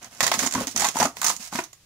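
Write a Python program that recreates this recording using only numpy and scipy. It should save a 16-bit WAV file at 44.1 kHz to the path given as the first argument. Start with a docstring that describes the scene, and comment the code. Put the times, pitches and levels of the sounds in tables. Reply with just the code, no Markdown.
"""A padded plastic mailer is slit with a knife and pulled open on a desk, close by, in a small room.
A faint hush lasts throughout. The first pulls crackle softly; then creases snap in the stiff film,
whole panels buckle with hollow pops and the bag bumps the desk, over crackle, rasp and rumble.
Near the end the blade breaks through the seam with a knock, and a last faint snap follows.
Snaps are shaped noise bursts, pops and bumps decaying sines, and the pulls trains of random clicks."""
import sys
import numpy as np
from scipy import signal
from scipy.fft import rfft, irfft, next_fast_len
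from scipy.io import wavfile

SR = 44100
rng = np.random.default_rng(int(sys.argv[2]) if len(sys.argv) > 2 else 0)


def output_pcm(signal):
    """Save a mono or channel-first signal as 16-bit PCM at the path in sys.argv[1].

    Samples are clipped to [-1, 1] before scaling.
    """
    pcm = np.clip(np.atleast_2d(signal).T, -1, 1) * 32767
    wavfile.write(sys.argv[1], SR, np.round(pcm).astype(np.int16))


N = 81585  # samples

# Snapping creases: start_s, relative_level_db, relative_crack_db, decay_s
CREASE_SNAPS = [(0.0277,-31.5,-13,0.0039), (0.045,-29,-5.5,0.0021), (0.2057,-9.5,2.5,.004),
                (0.2291,-9,-2.5,0.0047), (0.2354,-9.5,-4.5,0.0075), (0.2397,-13,2,0.007),
                (0.2656,-8.5,-1,0.0041), (0.278,-14,3,0.0018), (0.3158,-19,12,0.0034),
                (0.331,-25,3.5,0.0034), (0.3384,-15,4,0.0058), (0.35,-25,-8.5,.0005),
                (0.3913,-12.5,-7.5,0.0013), (0.3938,-16,0.5,0.0052), (0.4279,-16.5,2.5,0.006),
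                (0.4624,-14,-10,0.0015), (0.4655,-12.5,-10,0.0015), (0.4733,-15,-2,.001),
                (0.5106,-18,-11,0.0021), (0.5234,-15.5,-11.5,0.0021), (0.5377,-14,-8,0.0028),
                (0.55,-15,-4,0.0011), (0.603,-21,-19,0.0017), (0.6705,-14.5,-12,0.0017),
                (0.6785,-22,0,0.0026), (0.712,-26.5,-20,0.00062), (0.762,-10,-11.5,0.0023),
                (0.7751,-8.5,-32,0.0012), (0.7791,-19,-21,.001), (0.7965,-9.5,-10,0.0048),
                (0.806,-10.5,-12,0.0028), (0.8197,-11.5,-3,0.0043), (0.8444,-12.5,2,0.0044),
                (0.8515,-11.5,-7.5,0.0011), (0.869,-12,-28,.0007), (0.8872,-12,-6.5,0.00076),
                (0.968,-15,-20,0.0017), (0.9877,-15,-4.5,.0012), (1.001,-10,-2,0.0046),
                (1.0277,-12,-4,0.0036), (1.0547,-14,-18.5,0.0037), (1.1695,-28,3,0.00022),
                (1.186,-35,-12,.0003), (1.216,-12.5,-7,0.0012), (1.2303,-16.5,-4.5,0.0013),
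                (1.244,-8,-13,0.0042), (1.25,-14.5,-13,.0007), (1.264,-6,-14,0.0068),
                (1.2695,-11.5,-26,.0012), (1.283,-11,-30,0.0031), (1.2942,-12.5,-5.5,0.0034),
                (1.2999,-14.5,-2.5,0.0018), (1.365,-21.5,-29,0.0021), (1.5566,-21,4,0.0018),
                (1.5886,-30,-2,0.003), (1.638,-24,-7.5,0.0078), (1.7304,-32.5,-7.5,.001)]
# Level of the top treble in the snaps over time: time_s, relative_level_db
SNAP_EDGE = [(0.27,-11.5), (0.46,-21), (0.67,-7.5), (0.77,-27), (1.05,-11), (1.17,3), (1.27,-7.5)]
# Buckling panels: start_s, relative_level_db, pitch_hz, swell_s
PANEL_POPS = [(0.206,-15,1953,0.0013), (0.267,-25,1050,.003), (0.317,-16,820,0.0023),
              (0.338,-21.5,892,0.0046), (0.43,-25.5,1084,0.0033), (0.462,-21.5,877,0.002),
              (0.5522,-15,1010,0.0015), (0.579,-21,1097,0.0064), (0.607,-19.5,520,0.0037),
              (0.822,-17.5,818,0.0043), (0.84,-15.5,839,0.008), (0.855,-19.5,1100,0.0041),
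              (0.956,-20.5,860,0.0017), (0.968,-14.5,910,0.0026), (0.9995,-13,660,0.0033),
              (1.011,-15,1003,.002), (1.019,-14,910,0.0015), (1.027,-8.5,858,0.0023),
              (1.052,-16.5,634,0.0022), (1.053,-15,1223,0.0027), (1.216,-20,1160,0.0032),
              (1.231,-22,850,0.0018), (1.245,-21,1200,0.0035), (1.253,-23.5,907,0.0032),
              (1.269,-22,903,0.0046), (1.283,-22,1215,.003), (1.301,-16.5,1003,0.0016),
              (1.526,-25.5,854,.0025), (1.553,-27,907,0.0013)]
# Bag against desk: start_s, relative_level_db, pitch_hz
DESK_BUMPS = [(0.227,-25,158), (0.314,-28,385), (0.375,-24,194), (0.421,-23.5,294), (0.433,-21,278),
              (0.463,-21,275), (0.554,-18,240), (0.561,-24,115), (0.577,-17,273), (0.589,-22,254),
              (0.608,-22.5,219), (0.67,-24,265), (0.747,-29,224), (0.955,-23,272), (1.007,-16.5,224),
              (1.034,-23,153), (1.054,-18.5,255), (1.075,-30.5,265), (1.362,-43,182), (1.395,-36,198),
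              (1.526,-28,216), (1.549,-20.5,200)]
# Partials as the blade breaks through the end of the seam: pitch_hz, relative_level_db
SEAM_KNOCK = [(310,0), (651,-3), (980,-0.5), (1460,-5), (1830,-7.5), (2440,-9)]
# Pulls on the bag: start_s, end_s, relative crackle_db, rasp_db, rumble_db
BAG_PULLS = [(0.02,0.069,-49,-47,-53.5),(0.117,0.214,-48.5,-51.5,-59),(0.211,0.293,-37,-37.5,-39.5),(0.341,0.348,-26.5,-50,-34.5),(0.391,0.451,-27.5,-33,-38),
             (0.538,0.638,-36.5,-34.5,-36.5),(0.676,0.724,-39,-59,-50),(0.765,0.826,-32.5,-32.5,-38),(0.812,0.89,-30,-32,-41.5),(0.953,0.991,-33,-37,-36.5),
             (0.995,1.052,-28.5,-31,-34.5),(1.168,1.216,-43.5,-52,-51),(1.246,1.309,-26.5,-39,-42.5),(1.3,1.344,-39,-61,-52),(1.402,1.476,-38,-49.5,-67),(1.531,1.602,-35,-37,-44.5)]
# Spectrum of the stiff film, in ticks and crackle: frequency_hz, relative_density_db
FILM_SPECTRUM = [(40,-27),(600,-22),(2000,-6),(3500,-7),(5000,-3.5),(6700,-0.5),(8200,-5.5),(11000,-8.5),(13500,-12),(15500,-11.5)]
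# Spectrum of the lower part of a snap: frequency_hz, relative_density_db
CRACK_SPECTRUM = [(40,-70),(450,-9.5),(1100,0.5),(1500,-7.5),(1950,0),(2700,-10.5),(3700,-8),(5000,-10.5),(10000,-20.5)]
# Spectrum of the bag under the rasping blade: frequency_hz, relative_density_db
BAG_SPECTRUM = [(40,-50.5),(260,-14),(450,-7.5),(800,0.5),(1150,-1.5),(1500,-1.5),(2000,-6),(3000,-7),(8000,-32)]
# Spectrum of the bag rumbling on the desk: frequency_hz, relative_density_db
RUMBLE_SPECTRUM = [(25,-26),(60,-10),(110,-7),(200,-4),(450,-7.5),(1200,-27)]
# Resonances of the hollow bag: frequency_hz, gain_db
HOLLOW_MODES = [(260,-6),(680,-8),(765,-8),(885,-6),(995,-6),(1112,-6),(1272,-7),(1955,-3)]
# Stereo width, as gain of the side signal: frequency_hz, gain_db
SIDE_GAIN = [(60,-16),(300,-17),(700,-15),(1400,-6),(2800,-1),(6000,0)]
# Balance of the bag's place off centre: frequency_hz, left_minus_right_db
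OFF_CENTRE = [(500,0.5),(1300,0.5),(2100,-4),(3300,-5),(5500,-11),(9000,-7.5),(15000,3.5)]
# Spectrum of the hush of the room: frequency_hz, relative_density_db
HUSH_SPECTRUM = [(25,-14),(60,-9.5),(110,-4),(230,-20.5),(1000,-25.5),(6000,-22.5),(16000,-33.5)]

EVENT_S, LEVEL_WINDOW_S = .08, .003  # length of one event; span over which its energy sets its level
SCATTER_DB, SCATTER_DECAY_S = -4, .009  # quick reflections from desk and hands
SNAP_DB, CRACK_DB = -11, 2  # offsets added to the table's levels
RING_HZ, RING_SPREAD = 6570, 0.1  # centre of the crease rings; spread as natural log of frequency
RING_WIDTH_HZ, RING_DB = 380, 0
POP_DB, BUMP_DB, KNOCK_DB = -4.5, -6, -22.5  # offsets added to the tables' levels
BUMP_SWELL_S, KNOCK_SWELL_S = 0.0036, 0.0029
KNOCK_S = 1.5872
BLUR_DB = -1.5  # narrow-band noise relative to the tone
PULL_ATTACK_S, PULL_RELEASE_S = 0.0078, 0.017  # exponential time constants
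CRACKLE_PER_S, RASP_PER_S, RUMBLE_PER_S = 3500, 1500, 470  # mean clicks per second
HOLLOW_T60_S = .07
ROOM_DB, ROOM_T60_S = -9, 0.2
LEFT_LAG_S = .00004
HUSH_DB = -60  # rms of mid, and of side before its width is set
CUTOFF_HZ = 15600


def from_db(db):
    """Logarithmic scale: decibels become an amplitude gain."""
    return 10 ** (np.asarray(db) / 20)


def unit(x):
    """Normalisation: each channel is scaled to energy 1."""
    return x / np.sqrt(np.sum(x ** 2, axis=-1, keepdims=True) + 1e-20)


def colour(x, points, power=1):
    """Minimum phase: a causal filter is built from its magnitude by folding the cepstrum."""
    size = 2 * next_fast_len(x.shape[-1])
    hz, db = np.transpose(points)
    bins_hz = np.arange(size // 2 + 1) * SR / size
    curve_db = np.interp(np.log(bins_hz + 1), np.log(hz), db)
    cepstrum = irfft(np.log(from_db(curve_db * power)))
    cepstrum[1:size // 2] *= 2
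    cepstrum[size // 2 + 1:] = 0
    response = np.exp(rfft(cepstrum))
    return irfft(rfft(x, size) * response)[..., :x.shape[-1]]


def resonate(x, hz, width_hz):
    """Damped resonance: a pole pair passes a narrow band, with gain 1 at its peak."""
    radius = np.exp(-np.pi * width_hz / SR)
    zeros = np.array([1, 0, -1]) * (1 - radius * radius) / 2
    poles = [1, -2 * radius * np.cos(2 * np.pi * hz / SR), radius * radius]
    return signal.lfilter(zeros, poles, x + 1e-18)


def burst(decay_s, spiky_db):
    """Stick-slip: a dying run of uneven micro-slips plus nearby reflections, as mid and side."""
    t = np.arange(int(EVENT_S * SR)) / SR
    slips, scatter = rng.standard_normal((2, 2, len(t)))
    uneven = from_db(spiky_db * np.clip(rng.standard_normal(len(t)), -2, 2))
    direct = unit(slips * uneven * np.exp(-t / decay_s))
    # the reflections are drawn anew for each spot on the bag
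    reflections = unit(scatter * np.exp(-t / SCATTER_DECAY_S))
    return direct + from_db(SCATTER_DB) * reflections


def swing(hz, swell_s):
    """Damped vibration: a patch of bag swells into a few cycles, blurred by slips of the film."""
    t = np.arange(int(EVENT_S * SR)) / SR
    tone = unit(t * np.exp(-t / swell_s) * np.sin(2 * np.pi * hz * t))
    slips = burst(2 * swell_s, spiky_db=2)
    blur = unit(resonate(resonate(slips, hz, hz / 2), hz, hz))
    mid_only = np.array([[1], [0]])
    return unit(tone * mid_only + from_db(BLUR_DB) * blur)


def grains(per_s, spread_db, spectrum):
    """Random impulses: tiny clicks of uneven size excite a spectrum, as mid and side of rms 1."""
    happens = rng.random(N) < per_s / SR
    sizes = happens * from_db(spread_db * np.minimum(rng.exponential(1, N), 3))
    clicks = sizes * rng.choice([-1, 1], (2, N))
    return unit(colour(clicks, spectrum)) * np.sqrt(N)


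def add(out, s, db, sound):
    """Superposition: a sound is added at its time, its level set for energy 1 in the level window."""
    i = max(int(s * SR), 0)
    gain = from_db(db) * np.sqrt(LEVEL_WINDOW_S * SR)
    out[:, i:i + sound.shape[1]] += gain * sound[:, :N - i]


def creases():
    """Snap-through: each crease gives a bright tick, short ring, thin top edge and lower crack."""
    out = np.zeros((2, N))
    for s, db, crack_db, decay_s in CREASE_SNAPS:
        slips = burst(decay_s, spiky_db=13)
        # each crease rings at a pitch of its own
        ring_hz = RING_HZ * np.exp(RING_SPREAD * rng.uniform(-1.05, 1))
        ring = unit(resonate(slips, ring_hz, RING_WIDTH_HZ))
        # the second difference tilts noise towards the treble
        edge = unit(np.diff(burst(decay_s, spiky_db=8), 2, prepend=np.zeros((2, 2))))
        edge_db = np.interp(s, *np.transpose(SNAP_EDGE))
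        tick = unit(unit(colour(slips, FILM_SPECTRUM)) + from_db(RING_DB) * ring)
        crack = unit(colour(burst(2 * decay_s, spiky_db=3), CRACK_SPECTRUM))
        snap = tick + from_db(edge_db) * edge + from_db(CRACK_DB + crack_db) * crack
        add(out, s, db + SNAP_DB, snap)
    return out


def pops():
    """Buckling: each panel gives way and swings briefly at its own pitch."""
    out = np.zeros((2, N))
    for s, db, hz, swell_s in PANEL_POPS:
        add(out, s, db + POP_DB, swing(hz, swell_s))
    return out


def bumps():
    """Impact: the bag strikes the desk and gives a low damped vibration."""
    out = np.zeros((2, N))
    for s, db, hz in DESK_BUMPS:
        add(out, s, db + BUMP_DB, swing(hz, BUMP_SWELL_S))
    return out


def seam_knock():
    """Sudden release: the blade breaks through the seam and several partials sound at once."""
    out = np.zeros((2, N))
    for hz, db in SEAM_KNOCK:
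        add(out, KNOCK_S, db + KNOCK_DB, swing(hz, KNOCK_SWELL_S))
    return out


def pulling():
    """Friction: each pull makes film crackle, blade rasp and bag rumble on the desk, then dies away."""
    t, power = np.arange(N) / SR, 0
    for start, end, *levels_db in BAG_PULLS:
        before, after = np.maximum(start - t, 0), np.maximum(t - end, 0)
        shape = np.exp(-before / PULL_ATTACK_S - after / PULL_RELEASE_S)
        power = power + np.outer(from_db(levels_db), shape) ** 2
    # overlapping pulls add in power
    crackle, rasp, rumble = np.sqrt(power) * from_db([[-4], [-4], [-3]])
    return (crackle * grains(CRACKLE_PER_S, 3.8, FILM_SPECTRUM)
            + rasp * grains(RASP_PER_S, 0.99, BAG_SPECTRUM)
            + rumble * grains(RUMBLE_PER_S, 0.33, RUMBLE_SPECTRUM))


def hollow(x):
    """Cavity resonance: the half-open bag rings on briefly after each push."""
    width_hz = np.log(1000) / (np.pi * HOLLOW_T60_S)  # bandwidth that gives a 60 dB decay in T60
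    return x + sum(from_db(db) * resonate(x, hz, width_hz) for hz, db in HOLLOW_MODES)


def room(x):
    """Reverberation: the small room's tail is exponentially decaying noise, convolved with the sound."""
    t = np.arange(SR // 2) / SR
    envelope = np.clip(t / 0.0011, 0, 1) * from_db(-60 * t / ROOM_T60_S)
    tail = unit(rng.standard_normal((2, len(t))) * envelope)
    return x + from_db(ROOM_DB) * signal.fftconvolve(x, tail, axes=1)[:, :N]


def left_right(x):
    """Interchannel coherence: mid and side make two channels, alike in the bass, apart in the treble."""
    mid, side = x
    return mid + colour(side, SIDE_GAIN) * np.array([[1], [-1]])


def lean(left, right):
    """Interaural cues: off centre, most treble is louder on the right and the left lags slightly."""
    left = np.interp(np.arange(N) - LEFT_LAG_S * SR, np.arange(N), left)
    # half of the level difference goes to each side
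    return np.array([colour(left, OFF_CENTRE, .5), colour(right, OFF_CENTRE, -.5)])


def hush():
    """Stationary noise: the hush of the room is random noise with a fixed spectrum."""
    noise = colour(rng.standard_normal((2, N)), HUSH_SPECTRUM)
    return left_right(from_db(HUSH_DB) * np.sqrt(N) * unit(noise))


def scene():
    """Source, resonator, room: the mailer rings in its own hollow, over the hush."""
    handling = creases() + pops() + bumps() + seam_knock() + pulling()
    mailer = lean(*left_right(room(hollow(handling))))
    return mailer + hush()


def record(dry):
    """Saturation and band limiting: the tallest peaks are rounded, then the top is cut."""
    top = .95
    rounded = top * np.tanh(dry / top)
    low_pass = signal.ellip(10, .1, 80, CUTOFF_HZ, fs=SR, output="sos")
    return signal.sosfilt(low_pass, rounded)


dry = scene()
out = record(dry)
output_pcm(out)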